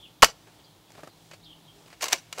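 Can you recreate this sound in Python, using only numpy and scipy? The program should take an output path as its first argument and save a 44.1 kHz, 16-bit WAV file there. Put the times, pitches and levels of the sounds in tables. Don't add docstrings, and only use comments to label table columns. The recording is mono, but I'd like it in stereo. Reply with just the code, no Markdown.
import sys
import numpy as np
from scipy import signal
from scipy.fft import rfft, irfft
from scipy.io import wavfile
from scipy.ndimage import map_coordinates

SR = 44100
rng = np.random.default_rng(int(sys.argv[2]) if len(sys.argv) > 2 else 0)


def digitize_waveform(pressure):
    field = np.atleast_2d(pressure).T
    bounded = np.clip(field, -1, 1)
    quanta = np.round(bounded * 32767).astype(np.int16)
    wavfile.write(sys.argv[1], SR, quanta)


N = 105840
TIME = np.arange(N) / SR

# pitch in Hz, relative level in dB, time to fall 60 dB in seconds.
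SHELL_MODES = [(1336, -9, 0.028), (1490, -11, 0.04), (1565, -15.5, 0.041), (2225, -6, 0.031),
               (2390, -8.5, 0.035), (2518, -6, 0.038), (2925, -9.5, .035), (4330, -13, 0.06),
               (4566, -12.5, 0.045), (4810, -9.5, 0.04), (7960, -16, 0.04)]
# pitch in Hz, relative level in dB,
# time to fall 60 dB in seconds.
LATCH_MODES = [(1040, -9, 0.044), (1320, -10.5, .03), (1890, -13.5, 0.044), (2130, -11, .055),
               (2310, -8.5, 0.03), (2500, -10, .025), (2870, -9, 0.039), (3760, -9, 0.019),
               (4720, -9, 0.016)]
# frequency in Hz, relative level in dB per Hz.
CRACK_SPECTRUM = [(80, -33), (400, -5), (1000, -2.5), (2500, 2.5), (3500, -2.5), (5000, -1.5), (7500, -3),
                  (9000, -11), (12500, -15), (16000, -20.5)]
# frequency in Hz, relative level in dB per Hz.
KNOCK_SPECTRUM = [(60, -36), (240, -20), (400, -6), (530, -3.5), (660, 3.5), (830, -3), (1100, -4.5),
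                  (2000, -14), (4000, -25.5), (16000, -46)]
# frequency in Hz, relative level in dB per Hz.
AIR_SPECTRUM = [(15, -43), (25, -17), (45, -11), (75, -12), (110, -6), (160, 1), (225, -8.5), (305, -3.5),
                (500, -11), (850, -8.5), (1600, -21.5), (2600, -20.5), (3400, -13), (6000, -24.5),
                (15500, -31)]


def from_db(db):
    return 10 ** (np.asarray(db) / 20)


def rms_one(x):
    return x / np.sqrt(np.mean(x ** 2) + 1e-20)


def colour(x, spectrum):
    size = 8192
    hz, db = np.transpose(spectrum)
    bin_hz = np.arange(size // 2 + 1) * SR / size
    gain = rms_one(from_db(np.interp(np.log(bin_hz + 1), np.log(hz), db)))
    cepstrum = irfft(np.log(gain))
    cepstrum[1:size // 2] *= 2
    cepstrum[size // 2 + 1:] = 0
    response = irfft(np.exp(rfft(cepstrum)))
    return signal.fftconvolve(x, response)[:N]


def drift(rate):
    points = rng.standard_normal(N // 20)
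    return rms_one(map_coordinates(points, [TIME * rate], order=2, mode="wrap"))


def ring(drive, modes):
    out = 0
    for k, (hz, db, t60) in enumerate(modes):
        r = from_db(-60 / (t60 * SR))
        w = 2 * np.pi * hz / SR
        tone = signal.lfilter([0, np.sin(w)], [1, -2 * r * np.cos(w), r * r], drive + 1e-18)
        out = out + (-1) ** k * from_db(db) * tone
    return out


def grains(spread_db):
    strength = from_db(spread_db * np.clip(drift(1800), -2, 2))
    return rms_one(rng.standard_normal(N) * strength)


def decay(start, seconds):
    return (TIME >= start) * np.exp(-np.maximum(TIME - start, 0) / seconds)


def scatter(x, t60, delay):
    echoes = rng.standard_normal(N) * decay(delay, t60 / np.log(1000))
    return signal.fftconvolve(x, echoes / np.sqrt(np.sum(echoes ** 2)))[:N]


def contacts(rows, crack_spectrum, knock_spectrum, modes, rise_s, shell_db, strike, grain_db):
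    treble_hz, shell_chatter = 4500, .12
    clicks, chatter, knock, treble = np.zeros((4, N))
    for s, db, seconds, knock_db, treble_db in rows:
        rise = np.clip((TIME - s) / rise_s, 0, 1)
        power = (from_db(db) * decay(s, seconds) * rise) ** 2
        clicks[min(int((s + rise_s) * SR), N - 1)] += from_db(db)
        chatter += power
        knock += power * from_db(knock_db) ** 2
        treble += power * from_db(treble_db) ** 2
    low = signal.butter(1, treble_hz, "low", fs=SR)
    high = signal.butter(1, treble_hz, "high", fs=SR)
    grit = grains(grain_db)
    crack = signal.lfilter(*low, grit * np.sqrt(chatter))
    crack += signal.lfilter(*high, grit * np.sqrt(treble))
    drive = strike * clicks + shell_chatter * grains(grain_db) * np.sqrt(chatter)
    ringing = from_db(shell_db) * ring(drive, modes)
    dull_knock = colour(grains(grain_db) * np.sqrt(knock), knock_spectrum)
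    return colour(crack, crack_spectrum) + dull_knock + ringing


def shot():
    # start in seconds, level in dB, chatter decay in seconds,
    # knock and treble in dB relative to that level.
    shot_hits = [(.2216, -14, 0.014, -11.5, 2), (.2272, -4.5, 0.0052, 2, -3), (.2326, -6, 0.0029, 1.5, 2),
                 (.2428, -11, 0.004, -15, 1.5), (.2450, -11.5, .003, -12, 2.5),
                 (.2530, -29.5, 0.013, -8.5, 4)]
    # frequency in Hz, relative level in dB per Hz.
    slam_spectrum = [(100, -18), (400, -7), (1000, -2), (1500, 0), (1950, -2), (2500, 3.5), (3500, -5.5),
                     (4800, -0.5), (7500, -5.5), (8600, -11), (12500, -13), (16000, -23)]
    # frequency in Hz, relative level in dB per Hz.
    thump_spectrum = [(30, -5), (80, -22), (180, -16.5), (260, -21), (460, -4.5), (700, -3.5), (1100, -2),
                      (1600, -5.5), (3000, -16.5), (16000, -50)]
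    return contacts(shot_hits, slam_spectrum, thump_spectrum, SHELL_MODES,
                    rise_s=.0006, shell_db=-8.5, strike=0.82, grain_db=2.5)


def air_pop():
    # pitch in Hz, relative level in dB, time to fall 60 dB in seconds.
    barrel_modes = [(108, -33, 0.11), (194, -19.5, 0.066), (319, -21.5, 0.055), (442.7, -14.5, .055),
                    (590, -13.5, 0.035), (683, -7.5, .055), (920.5, -6, 0.039), (1080, -0.5, 0.04),
                    (1385, -8.5, .045), (1563, -8.5, 0.04), (1730, -9.5, .045)]
    start_s, rise_s = .2273, 0.00087
    puff_db, puff_decay_s = -22.5, 0.0043
    pulse = np.zeros(N)
    pulse[int(start_s * SR)] = 1
    swell = 1 - np.exp(-np.maximum(TIME - start_s, 0) / rise_s)
    puff = from_db(puff_db) * decay(start_s, puff_decay_s)
    return swell * (ring(pulse, barrel_modes) + puff)


def catches():
    # start in seconds, level in dB, chatter decay in seconds,
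    # knock and treble in dB relative to that level.
    catch_hits = [(2.0078, -37, .016, -17, -2), (2.0212, -33, 0.0037, -18, 10.5),
                  (2.0266, -21.5, 0.0038, -22, 3.5), (2.0306, -25.5, 0.0061, -3, 0),
                  (2.0403, -29, 0.005, 0, 10), (2.0558, -30.5, 0.0043, -2, 4),
                  (2.0655, -35.5, 0.0074, 1, -3), (2.0824, -29, 0.004, -10.5, 8),
                  (2.0995, -40, 0.007, -1.5, 2), (2.1094, -38, 0.007, -6, 6), (2.1195, -28, .008, -10, 0),
                  (2.1250, -25, 0.0066, -13, 9), (2.1293, -15.5, 0.0032, -3.5, 5),
                  (2.1349, -26, 0.007, 1, -6), (2.3266, -28.5, 0.0047, -18, 0), (2.3770, -37, .005, 0, -15),
                  (2.3825, -36.5, 0.0058, 6.5, 5.5), (2.3928, -35.5, 0.0052, 10, 8.5)]
    return contacts(catch_hits, CRACK_SPECTRUM, KNOCK_SPECTRUM, LATCH_MODES,
                    rise_s=.0006, shell_db=-3, strike=0.28, grain_db=2.0)


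def slide():
    # time in seconds, level in dB before the mix.
    rub_levels = [(1.94, -71), (2.002, -61.5), (2.016, -38), (2.062, -38), (2.079, -46), (2.12, -48),
                  (2.155, -40), (2.205, -59.5), (2.31, -65), (2.36, -51.5), (2.40, -51)]
    rub = from_db(np.interp(TIME, *np.transpose(rub_levels))) * grains(spread_db=2.5)
    scrape = 1.1 * colour(rub, CRACK_SPECTRUM)
    hollow = from_db(-9.5) * colour(rub, KNOCK_SPECTRUM)
    return scrape + hollow + 0.039 * ring(rub, LATCH_MODES)


def pawl():
    # time of the drop in seconds, level in dB.
    drops = [(2.0412, -28), (2.0832, -31), (2.1298, -12.5)]
    # pitch in Hz, relative level in dB, time to fall 60 dB in seconds.
    pawl_modes = [(5660, -1, .024), (6260, -3, .024)]
    clicks = np.zeros(N)
    for s, db in drops:
        clicks[int(s * SR)] = from_db(db)
    return ring(clicks, pawl_modes)


def handling():
    # start in seconds, level in dB, chatter decay in seconds,
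    # knock and treble in dB relative to that level.
    hand_knocks = [(.470, -58.5, 0.021, 5, -4), (.904, -44, .001, 2, 4.5), (.919, -45, 0.0013, -9, 10.5),
                   (.951, -50, 0.006, 3, -9.5), (0.979, -53.5, 0.008, 10.5, -8),
                   (.990, -56.5, 0.0072, 12, -6), (1.032, -51, 0.0096, 13.5, 4),
                   (1.073, -54.5, 0.006, 16, 9), (1.311, -41.5, 0.0094, -1.5, -9),
                   (1.333, -46, 0.012, -1.5, -2.5), (1.86, -49.5, .004, -2, -2),
                   (1.902, -46.5, 0.0067, -13, -13), (1.927, -43, 0.0093, -6, -23)]
    # frequency in Hz, relative level in dB per Hz.
    thud_spectrum = [(60, -32), (170, -7), (350, -1.5), (620, 2), (1000, -6), (1400, -4.5), (2500, -20),
                     (16000, -55)]
    return contacts(hand_knocks, CRACK_SPECTRUM, thud_spectrum, SHELL_MODES,
                    rise_s=0.00136, shell_db=-6.5, strike=0.33, grain_db=2.5)


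def sleeves():
    # middle in seconds, spread (standard deviation) in seconds, rustle in dB, swish in dB.
    moves = [(0.517, 0.11, -64.5, -70.5), (0.998, 0.066, -56.5, -68), (1.28, 0.082, -72, -64.5),
             (1.79, .06, -63.5, -65.5), (1.916, 0.04, -60, -70)]
    # frequency in Hz, relative level in dB per Hz.
    cloth_spectrum = [(100, -12.5), (400, 5.5), (900, 3), (2000, -0.5), (5000, -7.5), (16000, -18.5)]
    # frequency in Hz, relative level in dB per Hz.
    swish_spectrum = [(1500, -14.5), (5500, 1), (8300, -1.5), (11000, -13)]
    rustle, swish = np.zeros((2, N))
    for s, spread_s, rustle_db, swish_db in moves:
        swell = np.exp(-.5 * ((TIME - s) / spread_s) ** 2)
        rustle += from_db(rustle_db) * swell
        swish += from_db(swish_db) * swell
    scuffs = from_db(2.5 * drift(110))
    rustling = colour(rustle * scuffs * grains(spread_db=2.5), cloth_spectrum)
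    return rustling + colour(swish * rng.standard_normal(N), swish_spectrum)


def field_echoes(blaster):
    # frequency in Hz, relative level in dB per Hz.
    echo_spectrum = [(40, 4), (110, 9.5), (190, -1), (290, 3), (700, -2.5), (1150, -4), (2400, -4.5),
                     (4000, 1), (8000, -1), (15000, -10)]
    # delay in seconds, time to fall 60 dB in seconds, level in dB before halving.
    reflections = [(0.013, .13, -21), (.053, .085, -27.5), (.08, .9, -42)]
    sent = colour(blaster, echo_spectrum)
    return sum(.5 * from_db(db) * scatter(sent, t60, delay) for delay, t60, db in reflections)


def birds():
    # start in seconds, length in seconds, first and last pitch in Hz before the warble,
    # level in dB before the three paths.
    chirps = [(0.0, 0.013, 3480, 3310, -48.5), (0.023, 0.029, 3250, 3310, -47.5),
              (0.045, 0.02, 3300, 3010, -50), (0.056, 0.011, 2720, 2700, -56),
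              (0.181, 0.018, 3700, 3240, -63.5), (0.586, .03, 3397, 3020, -62.5),
              (0.638, 0.016, 4360, 4690, -56.5), (.648, .042, 3405, 3150, -61.5),
              (0.707, 0.0093, 4136, 4004, -61), (0.856, .03, 3487, 3195, -64),
              (1.092, 0.027, 4530, 3936, -60), (1.427, 0.028, 3500, 5090, -54),
              (1.452, 0.032, 3950, 3077, -50), (1.494, 0.029, 3170, 3390, -50.5),
              (1.52, 0.014, 3054, 2980, -49), (1.640, 0.026, 4100, 3600, -64),
              (1.676, 0.03, 3130, 3260, -53.5)]
    song = np.zeros(N)
    warble = 1 + 0.045 * drift(420)
    for s, length, first_hz, last_hz, db in chirps:
        along = np.clip((TIME - s) / length, 0, 1)
        hz = (first_hz + (last_hz - first_hz) * along) * warble
        swell = np.sqrt(np.abs(np.sin(np.pi * along)))
        song += from_db(db) * swell * np.sin(2 * np.pi * np.cumsum(hz) / SR)
    direct = from_db(-2) * song
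    leaves = from_db(-2) * scatter(song, t60=.06, delay=0)
    trees = from_db(-1.5) * scatter(song, t60=.28, delay=0.00067)
    return direct + leaves + trees


def field():
    # pitch in Hz, rms level in dB before the waver.
    hum_tones = [(53.8, -74), (107.7, -69.5), (161.5, -68), (306.8, -72.5)]
    air_db = -59 - 0.65 * drift(17)
    air = from_db(air_db) * colour(rng.standard_normal(N), AIR_SPECTRUM)
    hum = 0
    for hz, db in hum_tones:
        wave = np.sin(2 * np.pi * hz * TIME + drift(14))
        hum = hum + from_db(db) * np.sqrt(2) * wave * (1 + 0.62 * drift(24))
    middle_s, spread_s, tone_hz, tone_db = 1.782, 0.044, 406, -61.5
    swell = np.exp(-.5 * ((TIME - middle_s) / spread_s) ** 2)
    tone = from_db(tone_db) * swell * np.sin(2 * np.pi * tone_hz * TIME)
    return air + hum + tone


def scene():
    side_air_db, side_noise_db = -80, -65
    firing = shot() + air_pop()
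    priming = catches() + slide() + pawl()
    hands = handling() + sleeves()
    blaster = firing + priming + hands
    centre = blaster + field_echoes(blaster) + birds() + field()
    side = from_db(side_air_db) * colour(rng.standard_normal(N), AIR_SPECTRUM)
    side_noise = from_db(side_noise_db) * rng.standard_normal((2, N))
    return centre + np.array([side, -side]) + side_noise


def record(dry):
    overload, cutoff_hz = 0.96, 15750
    clipped = np.clip(dry, -overload, overload)
    low_pass = signal.ellip(14, .1, 100, cutoff_hz, fs=SR, output="sos")
    return signal.sosfilt(low_pass, clipped)


dry = scene()
out = record(dry)
digitize_waveform(out)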